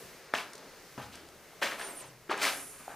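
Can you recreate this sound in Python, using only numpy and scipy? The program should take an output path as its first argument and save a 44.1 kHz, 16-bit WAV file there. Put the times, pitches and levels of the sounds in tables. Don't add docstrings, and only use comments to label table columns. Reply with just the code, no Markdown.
import sys
import numpy as np
from scipy import signal
from scipy.fft import rfft, irfft
from scipy.io import wavfile

SR = 44100
rng = np.random.default_rng(int(sys.argv[2]) if len(sys.argv) > 2 else 0)


def wav_record(signal):
    frames = np.transpose(np.atleast_2d(signal))
    bounded = np.clip(frames, -1, 1)
    quanta = np.round(bounded * 32767).astype(np.int16)
    wavfile.write(sys.argv[1], SR, quanta)


def volts_from_db(level):
    exponent = np.asarray(level, float) / 20
    return 10 ** exponent


N = 130095


def at_hz(points, hz):
    return np.interp(np.log(hz), np.log(np.array(points)[:, 0]), np.array(points)[:, 1])


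def over_time(points):
    return np.interp(np.arange(N) / SR, *np.transpose(points))


def rms_one(x):
    return x / np.sqrt(np.mean(x ** 2) + 1e-20)


def band_pass(x, low, high):
    return signal.sosfilt(signal.butter(2, [low, high], "band", fs=SR, output="sos"), x)


def high_pass(x, hz, order):
    return signal.sosfilt(signal.butter(order, hz, "high", fs=SR, output="sos"), x)


def drift(rate_hz):
    r = np.exp(-80 * np.pi * rate_hz / SR)
    white = rng.standard_normal(N // 40 + 2002)
    slow = signal.lfilter([1], [1, -2 * r, r * r], white)[2000:]
    return np.interp(np.arange(N) / 40, np.arange(len(slow)), rms_one(slow))


def ring(clicks, hz, t60):
    r, w = volts_from_db(-60 / (t60 * SR)), 2 * np.pi * hz / SR
    return signal.lfilter([0, np.sin(w)], [1, -2 * r * np.cos(w), r * r], clicks + 1e-18)


def swell(start, rise, hold, t60):
    t = np.arange(N) / SR - start
    fall = volts_from_db(-60 * np.maximum(t - rise - hold, 0) / t60)
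    return np.sin(np.pi / 2 * np.clip(t / rise, 0, 1)) ** 2 * fall


def blow(s, db, hz, t60, swell_cycles=1):
    out, t = np.zeros(N + SR), np.arange(SR // 2) / SR
    onset = np.sin(np.pi / 2 * np.minimum(t * hz / swell_cycles, 1)) ** 2
    start = int(s * SR)
    out[start:start + SR // 2] = volts_from_db(db - 60 * t / t60) * np.sin(2 * np.pi * hz * t) * onset
    return out[:N]


EDGES = 20 * 2 ** np.arange(0, 9.7, .4)


def bands(gain, alike, size):
    out, white = 0, rng.standard_normal((2, 2, size))
    for k, (low, high) in enumerate(zip(EDGES, EDGES[1:])):
        mid, side = band_pass(white[k % 2], low, high)
        hz = np.sqrt(low * high)
        c = np.clip(alike(hz), -1, 1)
        out = out + gain(hz) * (np.sqrt(1 + c) * mid + np.sqrt(1 - c) * side * [[1], [-1]])
    return rms_one(out)


# (time [s], peak level [dB], pitch [Hz], ring [cycles])
KNOCKS = [(.281, -55, 606, 3.9), (.3372, -17, 600, 1.94), (0.3383, -5, 1570, 1.41),
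          (0.3405, -14, 1620, 1.6), (0.351, -25, 2970, 6.1), (.3555, -26, 2630, 5.5),
          (0.372, -31, 1500, 3.3), (0.376, -32, 2800, 3.7), (.385, -26, 2630, 4), (0.405, -37, 900, 1.6),
          (0.41, -32, 2400, 3.1), (0.552, -34, 480, 1.8), (0.977, -41.5, 966, 10), (.988, -65, 940, 6.5),
          (1.532, -49, 780, 4.9), (1.6195, -3.5, 1120, 0.49), (1.6253, -13, 1490, 2.26),
          (1.6294, -29.5, 1840, 23), (1.652, -38, 553, 3.5), (1.72, -29, 1800, 5.4),
          (1.813, -32, 1740, 5.4), (2.28, -42, 1900, 2.4), (2.297, -27, 1530, 3.2), (2.302, -32, 1160, 2.1),
          (2.312, -24, 1213, 6), (2.316, -17.5, 900, 2.04), (2.328, -18, 2260, 2.06),
          (2.342, -28, 1690, 4.4), (2.399, -30, 1640, 3.3), (2.416, -31, 2420, 6), (2.443, -17, 2000, 2.9),
          (2.452, -15.5, 2220, 3.3), (2.468, -22.5, 1500, 3.9), (2.48, -23.5, 1200, 3),
          (2.76, -40, 2600, 1.8), (1.0, -52, 12500, 37), (2.796, -45, 930, 1.8), (2.879, -33, 763, 5.6),
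          (2.903, -36, 800, 2.2)]
# (time [s], peak level [dB])
SNAPS = [
    (0.5331, -29.5),
    (0.5526, -29.5),
    (0.5787, -35),
    (1.1544, -31),
    (1.265, -49),
    (1.287, -37.5),
    (2.376, -28),
]
# (low edge [Hz], high edge [Hz])
SNAP_BAND = [3800, 9500]


def knocks():
    out = 0
    for s, db, hz, cycles in KNOCKS:
        for ratio, up_db in ((1, 6.5), (1.8, -2.5)):
            pitch = hz * ratio
            out = out + blow(s, db + up_db, pitch, 3 * cycles / pitch)
    bright = band_pass(rng.standard_normal(N), *SNAP_BAND)
    snaps = sum(volts_from_db(db - 8.5) * swell(s, rise=0.00083, hold=0, t60=.02) for s, db in SNAPS)
    return out + bright * snaps


# (time [s], peak level [dB], pitch [Hz], fall t60 [s])
THUDS = [(0.338, -53, 142, 0.019), (.974, -39.5, 127, 0.14), (0.977, -30, 240, 0.04),
         (0.988, -59, 320, 0.038), (1.0, -57, 76, 0.76), (1.08, -49, 210, 0.11), (1.619, -30.5, 548, 0.052),
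         (2.2932, -26, 360.4, 0.05), (2.332, -31.5, 420, 0.047), (2.69, -51, 431, 0.14),
         (2.8, -50.5, 241, 0.094)]


def thuds():
    return sum(blow(*row, swell_cycles=1.3) for row in THUDS)


# (time [s], level [dB], rise [s], fall t60 [s], centre [Hz])
CRUSHES = [(-.05, -54, 0.037, 0.41, 443), (0.335, -38, 0.003, 0.2, 1750), (0.362, -42, 0.02, 0.1, 2600),
           (.38, -47.5, 0.022, 0.084, 2480), (.52, -56, 0.07, 0.99, 410), (0.976, -44.5, 0.0042, 0.23, 837),
           (1.009, -54, 0.02, 0.2, 3460), (1.109, -54, 0.028, 0.41, 2760), (1.139, -55.5, 0.011, 1, 378),
           (1.609, -33.5, 0.023, 0.32, 1990), (1.69, -45, 0.043, 0.15, 1630),
           (1.772, -45, 0.024, 0.6, 1540), (1.84, -49, 0.041, 0.33, 404), (1.989, -55, 0.038, 0.29, 720),
           (1.8, -51, .02, 0.25, 3800), (1.96, -57.5, 0.045, .5, 2800), (2.33, -42, 0.09, 0.57, 1760),
           (2.393, -36, 0.052, 0.23, 4460), (2.413, -33.5, 0.006, 0.4, 2280),
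           (2.456, -34.5, 0.013, 0.22, 2500)]
# (time [s], level [dB], rise [s], fall t60 [s], centre [Hz])
SCUFFS = [
    (0.342, -41, .012, 0.32, 2520),
    (2.287, -36.5, 0.013, 0.3, 900),
    (2.292, -37.5, 0.022, .25, 2100),
    (2.7, -60.5, 0.056, 0.48, 1220),
    (2.79, -57, 0.0088, 0.88, 1470),
    (2.883, -50.5, 0.0074, 1, 1070),
]
BELOW_DB_PER_OCTAVE, CRUSH_ABOVE_DB_PER_OCTAVE, SCUFF_ABOVE_DB_PER_OCTAVE = 6, 5.5, 10.5
GRAINS_PER_S, GRAIN_CYCLES = 14000, 4.0
GRAIN_SPREAD_DB, GRAIN_CAP = 3.2, 3.2


def grit():
    sizes = volts_from_db(GRAIN_SPREAD_DB * np.minimum(rng.exponential(1, N), GRAIN_CAP)) * rng.choice([-1, 1], N)
    clicks = rms_one(sizes * (rng.random(N) < GRAINS_PER_S / SR))
    pitches = np.geomspace(260, 14500, 22)
    chance = np.sqrt(pitches) / np.sqrt(pitches).sum()
    dealt = rng.choice(22, N, p=chance)
    treads = CRUSHES + SCUFFS
    swells = np.array([volts_from_db(db) * swell(s, rise, 0, t60) for s, db, rise, t60, _ in treads])
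    above_db = np.repeat([CRUSH_ABOVE_DB_PER_OCTAVE, SCUFF_ABOVE_DB_PER_OCTAVE], [len(CRUSHES), len(SCUFFS)])
    centres = np.array(treads)[:, 4]
    unit = np.arange(SR // 4) == 0
    out = 0
    for k, hz in enumerate(pitches):
        octaves = np.log2(hz / centres)
        octaves -= np.clip(octaves, 0, .4)
        share = volts_from_db(np.where(octaves > 0, -above_db, BELOW_DB_PER_OCTAVE) * octaves - 4.5)
        t60 = GRAIN_CYCLES / hz

        def ring_twice(x):
            return ring(ring(x, hz, t60), hz, t60)

        mine = dealt == k
        rung = ring_twice(clicks * mine * np.sqrt(share ** 2 @ swells ** 2))
        out = out + rung / np.sqrt(np.sum(ring_twice(unit) ** 2) * np.mean(mine))
    return high_pass(out, 240, order=3)


def whistle(rows):
    s, hz, db = np.transpose(rows)
    t = np.arange(N) / SR
    edge = np.clip(np.minimum(t - s[0], s[-1] - t) / 0.003, 0, 1)
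    pitch = np.interp(t, s, hz) + 60 * drift(74)
    level = volts_from_db(np.interp(t, s, db) + 6 + 2.6 * drift(130))
    return edge * level * np.sin(2 * np.pi * np.cumsum(pitch) / SR)


# (time [s], pitch [Hz], level [dB])
SQUEAK = [
    [(1.792, 8065, -63), (1.798, 8185, -54), (1.83, 8967, -55), (1.852, 9178, -47), (1.882, 9062, -53),
     (1.914, 8401, -50), (1.925, 8262, -65)],
    [(1.935, 8107, -64), (1.961, 8650, -58), (1.978, 8700, -59), (2.0, 8400, -60), (2.018, 8000, -53),
     (2.028, 7750, -62)],
    [(1.965, 9200, -60), (1.977, 9400, -48), (1.995, 9050, -54), (2.01, 8750, -53), (2.023, 8250, -58)],
]
# (time [s], length [s], from [Hz], to [Hz], level [dB])
SEAMS = [(1.915, .04, 10000, 10300, -62), (1.95, .06, 10350, 9800, -59), (1.918, .03, 7300, 7400, -62),
         (1.87, .05, 14100, 13200, -68), (1.92, .065, 13200, 13900, -69), (2.035, .025, 6700, 6000, -67),
         (2.008, .028, 7350, 6700, -62), (2.055, .037, 9750, 8950, -65), (2.065, .035, 8400, 7600, -69),
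         (2.075, .045, 6400, 5000, -69), (1.785, .015, 10300, 11000, -60), (1.825, .05, 6400, 6300, -64),
         (1.84, .04, 10000, 10100, -64), (1.985, .025, 13900, 13000, -68)]


def squeaks():
    seams = sum(whistle([(s, a, db), (s + d, b, db)]) for s, d, a, b, db in SEAMS)
    return sum(whistle(rows) for rows in SQUEAK) + volts_from_db(0.3) * seams


# (time [s], level [dB], rise [s], hold [s], fall t60 [s])
SWISHES = [
    (1.75, -55.5, 0.054, 0.2, 0.3),
    (2.42, -45, 0.053, 0.075, 1),
]
# (frequency [Hz], density [dB per Hz])
FABRIC = [(2350, -47), (4000, -19), (6000, 3), (8000, 2.5), (10400, 9), (12500, -2), (15500, -35)]
# (frequency [Hz], level [dB], width [Hz], fall t60 [s])
WEAVE = [(6850, -62.5, 550, 5.1), (8800, -56.5, 980, 2.5), (10250, -51.5, 1100, 0.89),
         (11900, -68, 1600, 2.15)]


def jacket():
    hiss = bands(lambda hz: volts_from_db(at_hz([(1500, -40)] + FABRIC, hz)), lambda hz: 1, size=N)
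    white = rng.standard_normal((2, N))
    weave = 0
    for hz, db, width_hz, t60 in WEAVE:
        band = rms_one(band_pass(white, hz - width_hz / 2, hz + width_hz / 2))
        weave = weave + volts_from_db(db) * swell(2.456, .07, 0.15, t60) * band
    strokes = sum(volts_from_db(db) * swell(s, rise, hold, t60) for s, db, rise, hold, t60 in SWISHES)
    brushing = (hiss * strokes + weave) * volts_from_db(.8 * drift(29))
    squeak = squeaks()
    pan = volts_from_db(-2 * np.array([[.5], [-.5]]))
    return (brushing + [squeak, -np.roll(squeak, 1)]) * pan


# (frequency [Hz], t60 [s])
STAIRWELL = [(100, 1), (400, 0.61), (1500, 0.43), (5000, 0.28), (12000, 0.61)]
# (frequency [Hz], left-right likeness [-1..1])
LIKENESS = [(25, 0.14), (60, 0.77), (200, 0.95), (2000, 0.98), (4000, 0.81), (8000, 0.49), (12000, 0.027)]
ECHO_DB, FIRST_ECHO_S, BUILD_S = -4.5, 0.0011, 0.0014


def likeness(hz):
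    return at_hz(LIKENESS, hz)


def stairwell(x):
    t = np.arange(SR) / SR
    echo = bands(lambda hz: volts_from_db(-60 * t / at_hz(STAIRWELL, hz)), likeness, size=SR)
    echo = echo * np.clip((t - FIRST_ECHO_S) / BUILD_S, 0, 1)
    echo *= volts_from_db(ECHO_DB) / np.sqrt(np.mean(np.sum(echo ** 2, axis=1)))
    echo[:, 0] += 1
    return signal.fftconvolve(x[None], echo, axes=1)[:, :N]


# (frequency [Hz], density [dB per Hz])
AIR = [(150, -7.5), (250, -12), (430, -0.5), (900, -9.5), (2000, -6.5), (3300, -17.5), (5000, -12.5),
       (11000, -31), (15500, -39)]
# (time [s], level [dB])
BACKGROUND_LEVEL = [
    (0, 3),
    (1.3, -2.5),
    (1.9, 1),
    (2.201, -4.5),
    (2.6, -4),
]
# (time [s], level [dB], rise [s], hold [s], fall t60 [s], pitch [Hz])
HUM = (2.0, -66, .04, .2, .3, 138)


def air():
    colour = [(90, -44)] + AIR
    room = bands(lambda hz: volts_from_db(at_hz(colour, hz) + 1.3 * drift(0.67)), likeness, size=N)
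    s, db, rise, hold, t60, hz = HUM
    hum = volts_from_db(db + 2) * swell(s, rise, hold, t60) * rms_one(ring(rng.standard_normal(N), hz, .1))
    return volts_from_db(-55 + over_time(BACKGROUND_LEVEL)) * room + hum


# (time [s], level [dB])
RUMBLE = [(0.0, -51), (0.32, -63.5), (0.93, -57.5), (1.18, -62), (1.44, -59.5), (1.8, -59), (2.0, -62),
          (2.3, -62), (2.64, -57), (2.95, -57)]


def hand():
    colour = [(20, -4.0), (80, -15.0), (150, -6), (300, -21.5)]   # (frequency [Hz], density [dB per Hz])
    return volts_from_db(over_time(RUMBLE)) * bands(lambda hz: volts_from_db(at_hz(colour, hz)), likeness, size=N)


def scene():
    struck = high_pass(knocks(), 160, order=2)
    echoed = volts_from_db(-4.5)
    steps = echoed * struck + grit() + thuds()
    return stairwell(steps) + (1 - echoed) * struck + jacket() + air() + hand()


def band_limit(x):
    return signal.sosfilt(signal.butter(12, 15750, fs=SR, output="sos"), x)


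# (frequency [Hz], left over right [dB])
LEAN = [(100, 2), (500, 1.46), (2000, 1.67), (8000, -.5), (12000, -0.7)]
# (frequency [Hz], left lead [rad])
PORT_PHASE = [(3000, 0.018), (7000, 0.53), (13000, 1)]


def record(dry):
    hz = np.maximum(np.arange(N // 2 + 1) * SR / N, 1)
    half = np.array([[.5], [-.5]])
    level = volts_from_db(at_hz(LEAN, hz) * half)
    phase = np.exp(1j * at_hz(PORT_PHASE, hz) * half)
    top_cut = 1 / (1 + (hz / 15450) ** 120)
    mix = irfft(rfft(dry, axis=1) * level * phase * top_cut, N, axis=1)
    return band_limit(mix)


dry = scene()
out = record(dry)
wav_record(out)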